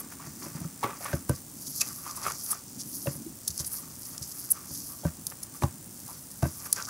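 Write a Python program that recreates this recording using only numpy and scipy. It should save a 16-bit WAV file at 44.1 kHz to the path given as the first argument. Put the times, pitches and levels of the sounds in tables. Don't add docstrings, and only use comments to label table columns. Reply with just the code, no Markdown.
import sys
import numpy as np
from scipy import signal
from scipy.fft import rfft, irfft, next_fast_len
from scipy.io import wavfile
from scipy.ndimage import uniform_filter1d

SR = 44100
rng = np.random.default_rng(int(sys.argv[2]) if len(sys.argv) > 2 else 0)


def bounce(signal):
    frames = np.transpose(np.atleast_2d(signal))
    limited = np.clip(frames, -1, 1)
    pcm = np.round(limited * 32767).astype(np.int16)
    wavfile.write(sys.argv[1], SR, pcm)


def how_loud(loudness_db):
    steps = np.asarray(loudness_db, float) / 20
    return 10 ** steps


N = 303849


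def evened(x):
    return x / np.sqrt(np.mean(x ** 2) + 1e-20)


def colour(x, points):
    hz, db = np.transpose(points)
    size = next_fast_len(x.shape[-1])
    bins_hz = np.fft.rfftfreq(size, 1 / SR)
    gain = how_loud(np.interp(np.log(bins_hz + 1), np.log(hz), db))
    return irfft(rfft(x, size) * gain, size)[..., :x.shape[-1]]


def follow(table):
    s, *columns = np.transpose(table)
    return [np.interp(np.arange(N) / SR, s, c) for c in columns]


def add(mix, s, sound):
    start = max(round(s * SR), 0)
    part = mix[start:start + len(sound)]
    part += sound[:len(part)]


def wander(width):
    return evened(uniform_filter1d(uniform_filter1d(rng.standard_normal(N), width), width))


def grit(per_s, spread_db, clump_ms, clump_db):
    sizes = how_loud(spread_db * np.minimum(rng.exponential(1, N), 5)) * rng.standard_normal(N)
    clumps = wander(max(round(clump_ms * SR / 1000), 1))
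    return sizes * (rng.random(N) < per_s / SR) * how_loud(clump_db * clumps)


def resonate(x, hz, width_hz):
    turn = np.exp(2j * np.pi * np.cumsum(hz) / SR)
    r = np.exp(-np.pi * width_hz / SR)
    return 2 * (turn * signal.lfilter([1 - r], [1, -r], x / turn)).real


def swells(s, db, rise_ms, fall_ms):
    step = 32
    s, db, rise_ms, fall_ms = (np.reshape(v, (-1, 1)) for v in (s, db, rise_ms, fall_ms))
    ms = (np.arange(N // step + 1) * step / SR - s) * 1000
    slope = np.where(ms < 0, ms / np.maximum(rise_ms, 5), -ms / np.maximum(fall_ms, 5))
    return np.repeat(how_loud(db + 20 * slope) ** 2, step, axis=1)[:, :N]


# time in seconds, rms level in dB.
HANDLING = [(0.0, -41.5), (0.15, -52.5), (0.48, -40), (0.88, -52), (1.23, -47), (1.38, -56), (1.57, -47),
            (1.73, -50), (2.59, -58), (3.03, -41.5), (3.2, -42), (3.5, -58.5), (4.11, -51), (4.53, -60),
            (4.8, -48), (5.35, -57.5), (5.91, -50.5), (6.2, -59.5), (6.89, -55.5)]
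# frequency in Hz, level in dB.
RUMBLE = [(30, -52), (80, -18), (145, -2), (280, 1.5), (430, -18.5), (700, -46)]
# frequency in Hz, level in dB.
FLOOR = [(30, -8), (84, 4.5), (145, 6.5), (280, 1), (437, -8), (1010, -11), (2290, -19), (4400, -18),
         (5000, -14), (9220, -6), (11400, -25), (12200, -19.5), (16000, -7)]
FLOOR_DB = -44
WHINE_HZ, WHINE_DB = 14127, -64


def room():
    air = how_loud(FLOOR_DB) * evened(colour(rng.standard_normal(N), FLOOR))
    whine = how_loud(WHINE_DB) * np.sin(2 * np.pi * WHINE_HZ * np.arange(N) / SR)
    rumble = evened(colour(grit(1500, 2.0, 30, 2.5), RUMBLE))
    return air + whine + how_loud(follow(HANDLING)[0]) * rumble


TICK_S, TICK_DB, TICK_HZ = .016567, -27, 9800


def ticks():
    slips, lengths, levels = rng.random((int(N / SR / TICK_S * 2), 3)).T
    gaps = TICK_S * np.where(slips < .33, .4 + 1.5 * lengths, 1)
    at = (np.cumsum(gaps) * SR).astype(int)
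    heard = at < N
    train = np.zeros(N)
    train[at[heard]] = how_loud(TICK_DB + 2.2 * levels[heard])
    t = np.arange(-12, 13) / SR
    cycle = -np.sin(2 * np.pi * TICK_HZ * t) * np.exp(-(t * TICK_HZ / 0.62) ** 2)
    return np.convolve(train, cycle, "same")


# start in seconds, level in dB,
# hardness as dB on the modes above 200 Hz, weight as dB on the lowest mode.
THUDS = [(0.269, -34, 2, -11), (0.462, -36.5, 9.5, -11), (0.548, -27, -4, -18), (0.612, -30.5, 0.5, -1),
         (0.648, -26, -4, -5), (0.839, -31, 13.5, -14), (1.135, -19.5, 5, 5), (1.294, -16, 6.5, 4),
         (2.269, -38.5, -14, 3), (3.073, -19.5, 3.5, -5), (3.109, -38, 2, -4), (3.153, -35, 3.5, -2),
         (3.495, -41, -21, 13), (3.6, -32, 3.5, 7.5), (4.211, -35.5, -1, 6), (4.707, -39, 6.5, 7),
         (5.051, -17, 3, 4), (5.621, -31.5, 17, -8), (5.635, -16.5, 4.5, 8), (6.428, -14.5, 3.5, 4),
         (6.453, -25, 10, 0)]
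# frequency in Hz before detuning, level in dB, t60 in seconds.
BASIN = [(82.6, 2, 0.096), (146.3, 6.5, 0.11), (242.4, -4.5, 0.057), (316, -10, 0.089), (600, -11, 0.051),
         (961, -11.5, 0.026), (1550, -20, 0.047), (2650, -32.5, 0.038)]


def thuds():
    out, t = np.zeros(N), np.arange(SR // 3) / SR
    place = rng.standard_normal((len(THUDS), len(BASIN)))
    for (s, db, hard_db, weight_db), detune in zip(THUDS, place):
        sound = np.zeros(len(t))
        for (hz, level_db, t60), d in zip(BASIN, detune):
            mode_db = level_db + hard_db * (hz > 200) + weight_db * (hz < 110)
            envelope = how_loud(mode_db - 60 * t / t60) * (1 - np.exp(-t * hz / 0.41)) ** 2
            sign = np.sign(hz - 110)
            sound += envelope * sign * np.sin(2 * np.pi * hz * (1 + 0.048 * d) * t)
        add(out, s, how_loud(db) * sound)
    return out


CRUMBS_DB, DUST_DB, THROW_RISE_MS, THROW_FALL_MS = -27.5, -30.5, 19, 88


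def thrown(under_db):
    s, db, *_ = np.transpose(THUDS)
    return swells(s, db + under_db, THROW_RISE_MS, THROW_FALL_MS).sum(0)


# start in seconds, peak in dB, pitch in Hz,
# t60 of the rattle in ms (5 at least).
KNOCKS = [(0.196, -35.5, 1020, 88), (0.435, -39, 1020, 180), (0.829, -17, 870, 41), (0.842, -30, 465, 220),
          (1.006, -35, 630, 69), (1.053, -30.5, 1060, 50), (1.13, -22.5, 1600, 12), (1.131, -22, 565, 31),
          (1.293, -23.5, 510, 70), (1.811, -23, 2560, 72), (2.063, -28, 1050, 44), (2.093, -34, 1190, 100),
          (2.174, -32, 1080, 59), (2.25, -43, 1230, 28), (2.529, -25, 1300, 13), (3.058, -27.5, 600, 53),
          (3.07, -33, 2700, 16), (3.07, -31.5, 1720, 13), (3.07, -22, 530, 10), (3.261, -29.5, 310, 35),
          (5.034, -31, 605, 79), (5.048, -25, 623, 81), (5.319, -43.5, 760, 15), (5.621, -31.5, 2440, 31),
          (5.621, -24.5, 1035, 54), (5.635, -14.5, 947, 16), (6.085, -35.5, 975, 120),
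          (6.425, -24, 666, 31), (6.76, -46, 1410, 74), (6.776, -31, 1550, 140)]
# frequency in Hz, level in dB.
CRACK = [(150, -29), (400, -9), (1100, -7.5), (2500, -9), (4000, -1), (7000, -7), (12000, -16)]


def knocks():
    out, t = np.zeros(N), np.arange(SR // 6) / SR
    rattle = rng.standard_normal((len(KNOCKS), len(t)))
    for (s, db, hz, t60_ms), blows in zip(KNOCKS, rattle):
        ring = np.sin(2 * np.pi * hz * t) * how_loud(-60 * t / max(.012, 14 / hz)) * (1 - np.exp(-t * hz / .6))
        blows = blows * how_loud(-60000 * t / max(t60_ms, 5)) * (1 - np.exp(-t / 0.00012))
        body = evened(signal.fftconvolve(blows, ring)[:len(t)])
        contact = evened(colour(blows * how_loud(-60 * t / 0.26), CRACK))
        sound = body + 0.27 * min(hz / 1200, 1) * contact
        add(out, s, how_loud(db) * sound / abs(sound).max())
    return out


# peak in seconds, coarse grit in dB, finest grit in dB,
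# build-up over the last 20 dB in ms (0.3 at least), dying t60 in ms (2 at least).
SNAPS = [(0.605, -52, -40, 1.5, 7.4), (0.836, -52, -34.5, 1.8, 4.1), (1.0445, -41, -31.5, 0.77, 11),
         (1.295, -38, -21, 3.3, 7.7), (1.3586, -47, -42, 18, 23), (1.6695, -38.5, -40, 8.9, 36),
         (1.814, -21, -22, 11.5, 17), (1.874, -39.5, -41, 6.2, 23), (1.8882, -38, -32, .6, 2.7),
         (2.111, -39, -40, 2, 18), (2.1664, -45, -33.5, 12, 36), (2.231, -39, -39, 6.1, 80),
         (2.2686, -45, -36, 1.4, 67), (2.302, -42, -36, 2, 12), (2.3204, -36.5, -36, 1.1, 8),
         (2.396, -48, -38, 2, 8), (2.463, -38, -38, 3, 11), (2.511, -42.5, -22, 9.1, 46),
         (2.808, -38, -38.5, 26, 38), (2.9475, -53, -39, 2, 10), (3.168, -53, -35.5, 12, 5.4),
         (3.48, -28, -23.5, 5.4, 20), (3.505, -36.5, -43, 1.4, 23), (3.5786, -36, -25, 2.1, 6.1),
         (3.599, -31.5, -31, 11, 35), (3.646, -40, -40, 2.0, 30), (3.6706, -45, -28.5, 13, 30),
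         (3.994, -57, -36, 1, 7.8), (4.053, -51, -36, 3, 11), (4.1797, -35.5, -40, 1.1667, 7.8),
         (4.227, -35, -36, 8.5, 15), (4.316, -41.5, -53, 1.2667, 25), (4.507, -55, -20, 5.9, 12),
         (4.517, -65, -11, 10.7, 13), (4.7514, -39, -40, 6.5, 32), (5.2682, -31, -23, 0.72, 9.7),
         (5.301, -43, -39, 1.5, 22), (5.432, -36.5, -29, 3.3, 18), (5.633, -46, -43, 33, 37),
         (6.31, -50, -40.5, 9, 50), (6.716, -50, -48, 1, 5), (6.7285, -22, -13.5, 2.2, 11),
         (6.762, -37, -40, 1, 12), (6.805, -47, -48, 1, 5), (6.825, -30.5, -55, 0.88, 7.2),
         (6.848, -45, -55, 1, 5), (6.8531, -36, -55, 1.7, 8.8)]
# frequency in Hz, level in dB.
COARSE = [(1500, -70), (3000, -30), (3900, -18), (4600, -4), (6000, 0), (7500, -5), (9000, -18),
          (16000, -30)]
# frequency in Hz, level in dB.
FINE = [(3000, -70), (6800, -26), (8500, -8), (10300, 0), (12000, -1), (13500, -5), (16000, -13)]
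# frequency in Hz, gain in dB.
SNAP_TOP = [(11000, 0.5), (13000, -9), (16000, -4)]
SNAP_BODY_DB = -15.5
FIRST_CRACK, SHARP_MS = 8, 2.5


def snaps():
    coarse, fine = np.zeros((2, N))
    swarm = evened(grit(16000, 1.5, 1.2, 2.0))
    t = np.arange(-SR // 20, SR // 8) * 1000 / SR
    for s, coarse_db, fine_db, rise_ms, t60_ms in SNAPS:
        rise_db = -20 * abs(t / max(rise_ms, .3)) ** 2
        fall_db = -60 * abs(t / max(t60_ms, 2)) ** 2.02
        shape_db = np.where(t < 0, rise_db, fall_db)
        if rise_ms < SHARP_MS:
            swarm[round(s * SR)] = FIRST_CRACK
        add(coarse, s - 1 / 20, how_loud(coarse_db + shape_db))
        add(fine, s - 1 / 20, how_loud(fine_db + shape_db))
    click = signal.unit_impulse(4096) * 64
    both = np.zeros(N)
    for envelope, points in ((coarse, COARSE), (fine, FINE), (how_loud(SNAP_BODY_DB) * coarse, CRACK)):
        both += colour(swarm * envelope, points) / np.sqrt(np.mean(colour(click, points) ** 2))
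    return colour(both, SNAP_TOP)


# time in seconds, coarse grit in dB, finest grit in dB.
TRICKLE = [(0.0, -61, -64), (0.97, -62, -56), (1.58, -69, -57.5), (1.66, -57, -51), (2.02, -58, -46.5),
           (2.21, -49, -56.5), (2.49, -41.5, -34), (2.61, -54, -55.5), (2.86, -52, -54), (3.3, -63, -57.5),
           (3.5, -46, -50.5), (3.7, -58, -41.5), (3.9, -61, -54.5), (4.97, -49.5, -52), (5.25, -58, -59),
           (5.85, -67, -59.5), (6.37, -59, -52.5), (6.45, -45, -43), (6.68, -50.5, -51), (6.89, -42, -44)]
# peak in seconds, coarse grit in dB, finest grit in dB,
# ms to rise 20 dB, ms to fall 20 dB (5 at least).
PRESSES = [(0.0, -40, -29.5, 50, 20), (0.13, -47, -50.5, 45, 43), (0.277, -47, -52, 152, 130),
           (0.429, -42.5, -43, 106, 150), (0.549, -52.5, -59, 100, 300), (0.851, -49, -64, 240, 284),
           (1.02, -45.5, -42.5, 66, 300), (1.137, -55, -44, 200, 100), (1.364, -48, -58, 100, 100),
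           (1.624, -43, -43, 24, 200), (1.811, -35, -32, 225, 62), (1.881, -42.5, -39, 100, 400),
           (2.118, -44.5, -48, 300, 60), (2.17, -47, -46, 50, 96), (2.272, -42, -42, 80, 298),
           (2.522, -43, -44, 76, 21), (2.958, -41, -36, 159, 342), (3.594, -38, -48, 81, 77),
           (3.769, -39.5, -36.5, 152, 144), (3.954, -51, -50, 100, 98), (4.111, -44.5, -42, 241, 133),
           (4.234, -38, -43, 29, 62), (4.393, -42, -36.5, 250, 188), (4.512, -41, -58, 48, 88),
           (4.752, -43.5, -42, 250, 250), (4.871, -43, -37, 165, 163), (5.308, -64, -43.5, 150, 100),
           (5.433, -52, -45, 15, 64), (5.552, -50, -42, 26, 80), (6.101, -51.5, -46.5, 398, 350),
           (6.667, -43, -41.5, 202, 31), (6.735, -41, -49, 31, 200)]


def powder():
    s, *grit_db, rise_ms, fall_ms = np.transpose(PRESSES)
    dust = thrown(DUST_DB)
    return [np.sqrt(how_loud(slow) ** 2 + swells(s, db, rise_ms, fall_ms).sum(0) + dust)
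            for slow, db in zip(follow(TRICKLE), grit_db)]


# peak in seconds, level in dB, share from 0 to 1 that rings in the cupped hand,
# ms to rise 20 dB, ms to fall 20 dB (5 at least).
CRUNCHES = [(0.0, -51, 0.02, 50, 190), (0.112, -51.5, 0, 34, 140), (0.205, -46.5, 0.02, 25, 168),
            (0.446, -48.5, 0, 104, 305), (0.561, -50.5, 0.02, 150, 241), (0.836, -26.5, 0.3, -1, 89),
            (0.886, -38.5, 0, 83, 56), (0.93, -58, .3, 60, 47), (1.005, -55, 0.3, 7, 295),
            (1.058, -40, 0, 64, 123), (1.1, -38.5, 0, 172, 59), (1.813, -45, 0, 12, 130),
            (1.906, -47.5, 0.1, 150, 71), (2.07, -44, 0.16, 96, 130), (2.175, -47, 0, 42, 80),
            (2.23, -45.5, 0.6, 98, 60), (2.261, -30.5, 0.17, 51, 85), (2.532, -42.5, 0.1, 79, 78),
            (3.6, -51, 0, 20, 124), (3.73, -53, 0.04, 67, 196), (3.839, -50, 0.5, 85, 86),
            (4.18, -54.5, 0.01, 328, 102), (4.37, -58, 0.02, 130, 400), (4.572, -51, 0.2, 188, 207),
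            (4.906, -48, 0.7, 34, 83), (5.321, -41.5, 0, 11, 9), (5.433, -54, 0.01, 72, 93),
            (5.552, -52.5, 0.2, 20, 51), (6.089, -54, 0.1, 64, 170), (6.673, -46, 0.1, 152, 47),
            (6.775, -34, 0, 22, 60), (6.805, -38.5, 0.34, 54, 62), (6.889, -34, 0.9, 19, 49)]
# frequency in Hz, level in dB.
LUMPS = [(150, -46), (350, -2.5), (700, 1.5), (1100, 4.5), (1700, 2), (2400, -1.5), (2900, -8.5),
         (6000, -18)]
SHIFTING_DB = -85
HAND_HZ = 1190


def squeeze():
    coarse_gain, fine_gain = powder()
    s, db, cupped, rise_ms, fall_ms = np.transpose(CRUNCHES)
    cupped, power = np.clip(cupped, 0, 1), swells(s, db, rise_ms, fall_ms)
    loose = (1 - cupped) @ power + thrown(CRUMBS_DB) + how_loud(SHIFTING_DB) ** 2
    shared, *own = grit(1200, 4.5, 8, 2.5), grit(7000, 3, 22, 2.8), grit(9000, 3, 22, 2.8)
    coarse = evened(colour(0.81 * shared + own[0], COARSE))
    fine = evened(colour(0.77 * shared + own[1], FINE))
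    lumps = evened(colour(grit(3500, 2.7, 8, 2.5), LUMPS))
    hand_hz = HAND_HZ * (1 + .05 * wander(3000))
    hollow = evened(resonate(resonate(lumps, hand_hz, 600), hand_hz, 600))
    grind = np.sqrt(loose) * lumps + np.sqrt(cupped @ power) * hollow
    return coarse_gain * coarse + fine_gain * fine + grind


# frequency in Hz, gain in dB.
WALL = [(2000, 4.5), (5000, -5), (12000, -9)]
# frequency in Hz, gain in dB.
WIDTH = [(60, -28), (200, -34), (950, -21.5), (4000, -21), (9000, -27), (15000, -20)]
# frequency in Hz, level in dB.
SELF = [(1500, -50), (4500, -23.5), (7000, -11), (12000, -16), (16000, -8.5)]
SELF_DB = -52


def scene():
    near = squeeze() + snaps() + knocks() + thuds()
    t = np.arange(SR // 8) / SR
    wall = rng.standard_normal(len(t)) * how_loud(-60 * t / 0.12)
    echo = signal.fftconvolve(near, wall / np.linalg.norm(wall))[:N]
    mid = near + how_loud(-13) * colour(echo, WALL)
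    mid = mid + room() + ticks()
    scatter = evened(uniform_filter1d(rng.standard_normal(N), 600))
    quarter_turned = signal.hilbert(mid, next_fast_len(N))[:N].imag
    side = colour(scatter * quarter_turned, WIDTH)
    side += how_loud(SELF_DB) * evened(colour(rng.standard_normal(N), SELF))
    quiet = wander(2500) - .15 * (follow(TRICKLE)[1] + 54) > 0
    side = side * uniform_filter1d(quiet * 1., 400)
    return np.array([mid + side, mid - side])


def low_pass(x):
    return signal.sosfilt(signal.butter(12, 16980, fs=SR, output="sos"), x)


# frequency in Hz, gain in dB.
MIC = [(20, -11), (45, -6.5), (75, -3), (15700, -1.5), (16000, -36), (17000, -48)]


def record(dry):
    return low_pass(colour(dry, MIC))


dry = scene()
out = record(dry)
bounce(out)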